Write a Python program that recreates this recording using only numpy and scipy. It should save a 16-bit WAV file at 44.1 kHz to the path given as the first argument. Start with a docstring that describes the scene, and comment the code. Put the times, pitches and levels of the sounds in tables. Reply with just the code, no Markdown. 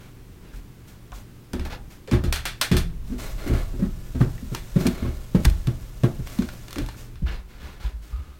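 """Soft, thudding footsteps and cracking wood: two people in socks cross a basement and climb a carpeted
wooden staircase close past the listener; with a faint click the sound switches abruptly to the wooden
floor upstairs. Each footfall on the stairs thuds on a tread, knocks its boards and sets the flight
swaying; joints crack under the load, and heavy heels make the joists boom. Socks and trousers swish
between the steps, over a faint house hum."""
import sys
import numpy as np
from scipy import signal
from scipy.fft import rfft, irfft
from scipy.io import wavfile

SR = 44100
rng = np.random.default_rng(int(sys.argv[2]) if len(sys.argv) > 2 else 0)


def master_out(mix):
    """Clip the mix to full scale and print it as 16-bit PCM to the path in sys.argv[1]."""
    frames = np.transpose(np.atleast_2d(mix))
    ceiling = np.clip(frames, -1, 1)
    pcm = np.round(ceiling * 32767).astype(np.int16)
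    wavfile.write(sys.argv[1], SR, pcm)


N = 369999

# ball and heel of each foot landing:
# (time [s], thud [dB], tread pitch [Hz], flex of the flight [dB], board knock [dB])
FOOTFALLS = [(1.534, -26, 202, -26.5, -27.5), (1.593, -29, 170, -22.5, -34.5), (2.115, -21, 211, -31, -24),
             (2.13, -11.5, 112, -16, -22.5), (2.235, -20.5, 142, -25.5, -30), (2.262, -25.5, 124, -18, -40),
             (2.713, -9.5, 163, -18, -22.5), (2.737, -17, 158, -15.5, -30), (3.096, -30, 187, -36, -42.5),
             (3.117, -29, 238, -46, -39.5), (3.461, -27, 300, -33, -28.5),
             (3.497, -19.5, 112, -15.5, -26.5), (3.53, -19.5, 114, -16.5, -30),
             (3.731, -34, 134, -31, -37.5), (3.79, -27.5, 124, -39, -32.5), (3.822, -13.5, 186, -25, -31),
             (4.146, -26, 139, -22, -32), (4.206, -8.5, 138, -22, -21.5), (4.424, -30.5, 225, -32, -54),
             (4.516, -24, 138, -32, -35), (4.759, -8.5, 161.5, -27.5, -22.5), (4.805, -22, 183, -44, -31),
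             (4.853, -15.5, 227, -23.5, -22), (4.873, -17, 181, -38, -52), (5.021, -26, 224, -21.5, -32.5),
             (5.046, -24.5, 106, -37, -30), (5.073, -29, 132, -25, -35), (5.346, -8, 176, -20.5, -20),
             (5.451, -16, 128, -11, -28), (5.673, -14, 131, -27, -28), (6.034, -10, 135, -27, -19),
             (6.19, -24, 134, -30, -38.5), (6.388, -13.5, 214.6, -28.5, -35), (6.405, -22, 219, -40, -36.5),
             (6.762, -28, 299, -32, -29.5), (6.786, -22, 293, -30, -33.5), (6.812, -28, 124, -34, -47),
             (7.22, -22.5, 155, -25, -41.5)]


def footsteps():
    """Each foot thuds on its tread, knocks the boards, flexes the flight and scuffs the carpet."""
    # modes of the flight, the boards and the hollow under the treads: (pitch [Hz], level [dB], t60 [s])
    flight_modes = [(35.05, -2, 0.9), (54.2, -5, 0.23), (72.16, 7.5, 0.4), (91, -22, 0.55)]
    board_modes = [(233.7, 1.5, 0.16), (283.5, 0, 0.062), (315.5, 1.5, 0.096), (356, 0.5, .12),
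                   (420.3, -6, 0.1), (505, -5, 0.039), (627, -7, 0.063)]
    hollow_modes = [(121.6, 7, 0.13), (154.4, -8, 0.087), (187, -2, 0.09)]
    # tone of a sock on carpet: (frequency [Hz], level [dB])
    scuff_tone = [(200, -2), (450, 9), (800, 3.5), (1500, 2), (3000, -5.5), (6000, -13.5), (16000, -19)]
    firm_db, firm_rise_s, db_per_doubling = -26.5, 0.0028, 17.5
    treads, flight, boards, scuff = np.zeros((4, N))
    flex = ring(flight_modes, rise_s=0.0022)
    t = np.arange(SR // 2) / SR
    for s, thud_db, hz, flex_db, knock_db in FOOTFALLS:
        rise_s = firm_rise_s * 2 ** ((firm_db - knock_db) / db_per_doubling)  # gentler foot, slower attack
        add(treads, s, amp(thud_db) * thud(hz, load_s=0.0065, steep=1.65))
        add(flight, s, amp(flex_db) * flex)
        add(boards, s, amp(knock_db) * ring(board_modes, rise_s, detune=0.058))
        add(scuff, s, amp(knock_db - 11) * pulse(t, 1.1 * rise_s, fade_s=0.026))
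    steps = amp(-1.5) * treads + amp(5) * boards + scuff * noise(scuff_tone)
    echo = stairwell(amp(-2.5 + 0.35 * echo_db(np.arange(N) / SR)) * steps)
    return steps + resonate(treads, hollow_modes) + amp(1.5) * flight + echo


def joist_booms():
    """A heavy heel bends the joists: a deep boom with a weaker, quicker overtone; the floor swings on."""
    # heavy heels: (time [s], level [dB], pitch [Hz])
    heels = [(0.532, -30.5, 41.6), (1.112, -32, 44.5), (1.557, -39, 75.5), (5.455, -11, 46),
             (6.795, -26, 40.5), (7.151, -34, 69.4), (7.226, -15, 58.3), (7.281, -22.5, 53.4),
             (7.63, -27.5, 63), (7.84, -17.5, 54), (7.937, -28, 55), (8.127, -19.5, 55.7),
             (8.178, -23.5, 71.5)]
    # modes of the joists: (pitch [Hz], level [dB], t60 [s])
    joist_modes = [(51.6, -6.5, 0.45), (65.5, -5.5, 0.63)]
    booms = np.zeros(N)
    for s, db, hz in heels:
        load_s = 1.04 / hz  # the full weight arrives in about one swing
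        add(booms, s, amp(db) * thud(hz, load_s, steep=1.2))
        add(booms, s, amp(db - 21) * thud(hz * 2.44, load_s / 2, steep=0.71))
    return amp(-2) * booms + resonate(booms, joist_modes) + amp(-16.5) * stairwell(booms)


def cracks_and_click():
    """Short noise bursts, wetter when far off: wood joints slipping, then one click at the room switch."""
    # cracking wood; the last row is a faint dry click as the sound switches abruptly to the upstairs room:
    # (time [s], level [dB], relative treble [dB])
    bursts = [(1.1193, -26.5, -28), (1.5328, -20, -13), (1.5956, -21, -24), (1.651, -29.5, -15),
              (1.714, -33, -34), (2.075, -26.5, -22), (2.112, -15.5, -26), (2.2383, -24, -12),
              (2.3248, -14, -7.5), (2.359, -17.5, -14.5), (2.4536, -14, -11.5), (2.4593, -19.5, -30),
              (2.6122, -10, -8.5), (2.7142, -14.5, -18), (2.7671, -18.5, -6), (4.2025, -27, -35),
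              (4.5476, -15, -14), (4.867, -16.5, -8), (4.8714, -17.5, -14.5), (5.447, -20, -11),
              (5.451, -10.5, -10.5), (5.4986, -24, -10), (5.671, -20, -15), (6.0343, -21, -26),
              (6.272, -24.5, -22), (6.3872, -22.5, -15.5), (6.4214, -19.5, -28), (6.488, -22, -27),
              (6.682, -26, -14), (6.7074, -23.5, -16), (6.7289, -26.5, -4), (6.758, -19, -22),
              (6.783, -15, -20), (6.8208, -34, -7), (6.862, -31, -8), (6.887, -20, -25.5),
              (7.1565, -31.5, -27)]
    # tone of a burst's body, its bright snap and its echo: (frequency [Hz], level [dB])
    body_tone = [(200, -27), (600, -3), (1000, 9), (1500, 3), (2400, 4), (4100, -8.5), (5500, -1.5),
                 (8000, -10.5), (16000, -30)]
    snap_tone = [(1500, -4), (4000, -0.5), (6000, -3), (7500, -7), (9000, -2.5), (10400, -9), (12000, -5.5),
                 (16000, -14.5)]
    echo_tone = [(200, -14), (600, -1.5), (1000, -4.5), (1400, 4.5), (2400, 0.5), (4400, -3.5),
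                 (5400, -7.5), (8000, -13), (16000, -29)]
    # woody ring after a burst: (pitch [Hz], level [dB], t60 [s])
    ring_modes = [(1580, -8, 0.021), (1782, 8, 0.1), (2380, 10, 0.059), (2826, 9, 0.086), (3470, 11, 0.017),
                  (4170, 11, 0.027)]
    typical_db, typical_fade_s, db_per_doubling = -15.5, 0.0028, 16
    body, snap, body_echo, snap_echo = np.zeros((4, N))
    t = np.arange(SR // 2) / SR
    for s, db, treble_db in bursts:
        fade_s = typical_fade_s * 2 ** ((db - typical_db) / db_per_doubling)  # louder bursts last longer
        burst = pulse(t, 0.42 * fade_s, fade_s)
        add(body, s, amp(db) * burst)
        add(snap, s, amp(db + treble_db) * burst)
        wet_db = db + echo_db(s)
        # echoes add in power, and the treble dies first
        add(body_echo, s, (amp(wet_db) * pulse(t, rise_s=0.004, fade_s=0.04)) ** 2)
        add(snap_echo, s, (amp(wet_db + treble_db) * pulse(t, rise_s=0.004, fade_s=0.026)) ** 2)
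    sound = amp(-7) * body * noise(body_tone) + amp(7.5) * snap * noise(snap_tone)
    sound += amp(-9.5) * np.sqrt(body_echo) * noise(echo_tone)
    sound += amp(1.5) * np.sqrt(snap_echo) * noise(snap_tone)
    return sound + amp(-10) * resonate(sound, ring_modes)


def flight_sway():
    """The loaded flight heaves with a low rumble, most at first, and every footfall rocks it further."""
    # tone of the heaving staircase: (frequency [Hz], level [dB])
    sway_tone = [(15, -12.5), (27, -8), (33, -2.5), (38, -12), (44, -7.5), (70, -21), (200, -41), (600, -73)]
    start_s, rise_s, sway_db, fade_db_per_s = 2.72, 0.049, -29.5, 3
    t = np.arange(N) / SR
    since = np.maximum(t - start_s, 0)
    power = (amp(sway_db - fade_db_per_s * since) * (1 - np.exp(-since / rise_s))) ** 2
    rock = amp(-11.5) * pulse(t[:2 * SR], rise_s=0.04, fade_s=0.16)
    for s, _, _, flex_db, _ in FOOTFALLS:
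        add(power, s, (amp(flex_db) * rock) ** 2)
    return np.sqrt(power) * noise(sway_tone)


def knocks_and_squeaks():
    """Loose wood chatters on its neighbour, or a sock on the floor: a cluster of modes around one pitch."""
    # hollow knocks of loose boards and trim: (time [s], level [dB], pitch [Hz])
    knocks = [(.537, -46.5, 1330), (1.120, -35.5, 935), (1.535, -37, 950), (1.660, -39, 690),
              (1.728, -37.5, 910), (2.077, -39, 440), (4.205, -33.5, 676), (4.213, -30, 1390),
              (4.379, -46, 2020), (4.547, -37.5, 1010), (5.45, -26.5, 1700), (5.348, -33.5, 477),
              (5.451, -34.5, 970), (6.038, -36, 1050), (6.104, -46, 1170), (6.488, -41.5, 1480),
              (6.837, -50, 840), (6.886, -49, 910), (6.943, -51.5, 1400)]
    # socks squeaking on the wooden floor: (time [s], level [dB], pitch [Hz], t60 [s])
    squeaks = [(7.262, -47, 1420, 0.17), (7.279, -44, 2900, 0.11), (7.845, -54, 980, 0.2),
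               (7.86, -53, 3520, .12), (8.126, -55.5, 1233, 0.97)]
    knock_cycles = 63  # swings until a knock has died by 60 dB
    hits = [(s, db, hz, knock_cycles / hz) for s, db, hz in knocks] + squeaks
    sound, t = np.zeros(N), np.arange(SR // 2) / SR
    for s, db, hz, t60 in hits:
        q = 3.8 + 0.013 * hz * t60  # the longer the ring, the narrower the cluster
        cluster = signal.lfilter(*signal.iirpeak(hz, q, SR), rng.standard_normal(len(t)))
        cluster = signal.lfilter(*signal.iirpeak(hz, Q=1.3, fs=SR), cluster)
        add(sound, s, amp(db - 60 * t / t60) * evened(cluster))
    return amp(4.5) * sound + amp(-9.5) * stairwell(sound)


def cloth():
    """Socks slide in strokes that start fast and ease off; trousers rub, and fibres catch and let go."""
    # socks sliding over carpet and floor: (time [s], length [s], slide [dB], fizz [dB])
    strokes = [(-.02, .13, -52, -62), (.42, 0.21, -56, -79), (0.529, 0.098, -63, -55.5),
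               (0.87, 0.098, -58, -54.5), (1.131, 0.12, -57, -51), (1.648, 0.053, -38.5, -49),
               (1.698, 0.087, -36, -56), (1.899, 0.097, -53, -54), (3.18, 0.18, -40.5, -44.5),
               (3.376, 0.2, -42, -55.5), (3.474, 0.026, -42, -46), (3.523, 0.15, -39, -51.5),
               (4.525, 0.083, -53, -56), (4.784, 0.17, -40, -46), (4.93, 0.26, -44.5, -72),
               (5.387, 0.23, -55, -54), (6.25, 0.26, -49, -50.5), (6.967, 0.099, -80, -54),
               (7.256, 0.17, -40, -72), (7.483, 0.22, -51.5, -64), (7.596, 0.24, -46, -59),
               (7.798, 0.15, -44, -56.5), (8.016, 0.16, -56.5, -57.5), (8.096, 0.44, -56.5, -70)]
    # tone of trouser swish, sock slide and fibre fizz: (frequency [Hz], level [dB])
    swish_tone = [(150, 8), (350, 14.5), (500, 11), (630, 13), (820, -2), (1400, 8.5), (1850, -15),
                  (2170, -5), (2600, -24), (3600, 0), (4150, -2.5), (5200, -47), (9000, -19)]
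    slide_tone = [(200, 10), (500, 2), (720, -2), (1100, -1.5), (1500, 1.5), (1900, -2.5), (2200, 0),
                  (2600, -3), (3000, -4.5), (3600, -5), (4200, -6), (5500, -12.5), (9000, -23)]
    fizz_tone = [(2000, 2.5), (4500, 0.5), (6500, 2), (9000, -1.5), (10400, -5), (12000, -1), (16000, -5)]
    # what a sliding sock rings between tread and riser: (pitch [Hz], level [dB], t60 [s])
    riser_modes = [(670, 10, 0.04), (1110, 4, 0.024), (2100, 4, 0.012), (4170, 6, 0.026)]
    on_stairs = np.interp(np.arange(N) / SR, [3.02, 3.08, 7.0, 7.17], [0, 1, 1, 0])
    legs = amp(-4) * on_stairs * trouser_rub()
    slide, fizz = np.zeros((2, N))
    for s, length_s, slide_db, fizz_db in strokes:
        progress = np.arange(SR // 2) / SR / length_s
        stroke = 1.034 * (1 - np.exp(-progress / 0.053)) * np.exp(-(progress / 0.75) ** 2.8)
        add(slide, s, amp(slide_db) * stroke)
        add(fizz, s, amp(fizz_db) * stroke)
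    grip = amp(wander(rate_hz=43))
    catches = amp(2.2 * wander(rate_hz=880))
    trousers = (amp(-4) * legs + amp(-6) * on_stairs * slide) * noise(swish_tone)
    socks = amp(-3.5 * on_stairs) * slide * noise(slide_tone)  # the carpet swallows part of the hiss
    fibres = (legs + fizz) * noise(fizz_tone)
    rub = grip * catches * (trousers + socks + fibres)
    rub += resonate(on_stairs * slide * grip * noise(slide_tone), riser_modes)
    return rub + amp(-11) * stairwell(rub)


def trouser_rub():
    """Envelope of rubbing trouser legs: a steady bed that swells as each walker brushes past."""
    # close passes: (time [s], level [dB], time to cover their distance from the listener [s])
    passes = [(4.7, -50, 0.29), (6.55, -49, 0.1)]
    t = np.arange(N) / SR
    near_power = sum(amp(db) ** 2 / (1 + ((t - s) / span_s) ** 2) for s, db, span_s in passes)
    return np.sqrt(amp(-52) ** 2 + near_power)


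def house_tone():
    """Air rumbles and hisses; a basement machine's hum gathers in the stairwell. All drop upstairs."""
    # tone of the air's rumble and hiss: (frequency [Hz], level [dB])
    rumble_tone = [(15, -4.5), (28, -7), (43, 2), (60, -6.5), (90, -4.5), (130, -6.5), (200, -10.5),
                   (370, -15.5), (520, -24), (1000, -53), (3000, -57)]
    hiss_tone = [(300, -1), (1000, 1.5), (2500, -3.5), (4500, -7.5), (8000, -10), (10400, -11.5),
                 (12000, -11), (16000, -10)]
    hum_hz = 118.5
    t = np.arange(N) / SR
    past_basement = np.interp(t, [2.05, 2.1], [0, 1])
    upstairs = np.interp(t, [7.15, 7.17], [0, 1])
    hum_db = -50 + 2.6 * wander(rate_hz=3) + 7.9 * past_basement - 14.4 * upstairs
    rumble = amp(-45.5 - 6 * upstairs) * noise(rumble_tone)
    hiss = amp(-57 - 2.3 * upstairs) * noise(hiss_tone)
    return rumble + hiss + amp(hum_db) * np.sin(2 * np.pi * hum_hz * t)


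def stairwell(x):
    """Stairwell reverb: dense echoes of random sign, each band dying at its own speed."""
    # decay of the stairwell: (frequency [Hz], t60 [s])
    decay = [(60, 0.68), (200, 0.2), (800, 0.36), (2100, 0.14), (5500, 0.081), (14000, 0.051)]
    echoes_per_s, predelay_s = 5000, 0.002
    taps = rng.choice([-1., 1.], SR) * (rng.random(SR) < echoes_per_s / SR)
    taps *= np.arange(SR) > predelay_s * SR
    hz, t, bands = signal.stft(taps, SR, nperseg=256)
    bands *= amp(-60 * t / curve(decay, hz)[:, None])
    tail = signal.istft(bands, SR, nperseg=256)[1]
    return signal.fftconvolve(x, tail / np.linalg.norm(tail))[:N]


def echo_db(s):
    """Reverb send at time s, which falls as the walkers come closer."""
    # the walkers' distance, heard as echo: (time [s], echo over direct sound [dB])
    distance = [(1.0, -22), (2.3, -6), (2.8, -3.5), (4.2, -12), (4.8, -15), (6.0, -21.5), (6.4, -15.5)]
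    return np.interp(s, *np.transpose(distance))


def thud(hz, load_s, steep):
    """A panel damped by the foot on it: a few cycles that swell until the full load is on, then die."""
    t = np.arange(SR // 2) / SR
    u = t / load_s
    return (u * np.exp(1 - u)) ** steep * np.sin(2 * np.pi * hz * t)


def ring(modes, rise_s, detune=0):
    """Modes set going by a soft push, peak 1; neighbours swing opposite ways."""
    t = np.arange(SR) / SR
    sound = np.zeros(SR)
    for k, (hz, db, t60) in enumerate(modes):
        hz *= 1 + detune * rng.uniform(-1, 1)  # no two boards are cut alike
        sound += (-1) ** k * amp(db - 60 * t / t60) * np.sin(2 * np.pi * hz * t)
    sound *= 1 - np.exp(-(t / rise_s) ** 2)
    return sound / abs(sound).max()


def resonate(x, modes):
    """What a sound leaves ringing in a set of modes."""
    return sum(amp(db) * signal.lfilter(*signal.iirpeak(hz, hz * t60 / 2.2, SR), x)
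               for hz, db, t60 in modes)


def pulse(t, rise_s, fade_s):
    """Envelope with exponential attack and decay."""
    return (1 - np.exp(-t / rise_s)) * np.exp(-t / fade_s)


def noise(tone):
    """Steady noise of rms 1 with the given spectrum."""
    gain = amp(curve(tone, np.fft.rfftfreq(N, 1 / SR)))
    return evened(irfft(rfft(rng.standard_normal(N)) * gain, N))


def wander(rate_hz):
    """Random drift of rms 1, no faster than rate_hz."""
    return evened(irfft(rfft(rng.standard_normal(N)) * (np.fft.rfftfreq(N, 1 / SR) < rate_hz), N))


def curve(points, hz):
    """Points joined by straight lines over log frequency."""
    f, value = np.transpose(points)
    return np.interp(np.log(hz + 1), np.log(f + 1), value)


def add(mix, s, sound):
    """Mixes a sound in at time s."""
    part = mix[max(round(s * SR), 0):][:len(sound)]
    part += sound[:len(part)]


def amp(db):
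    """Decibels to gain."""
    return 10 ** (np.asarray(db) / 20)


def evened(x):
    """Scaled to rms 1."""
    return x / np.sqrt(np.mean(x ** 2) + 1e-20)


def scene():
    """All layers in one mono mix."""
    walking = footsteps() + flight_sway() + joist_booms()
    return (walking + cracks_and_click() + knocks_and_squeaks() + cloth() + house_tone())[None]


def record(dry):
    """A steep low-pass trims the very top."""
    lowpass = signal.firwin(511, cutoff=16150, window=("kaiser", 9), fs=SR)
    return signal.oaconvolve(dry, lowpass[None], "same")


dry = scene()
out = record(dry)
master_out(out)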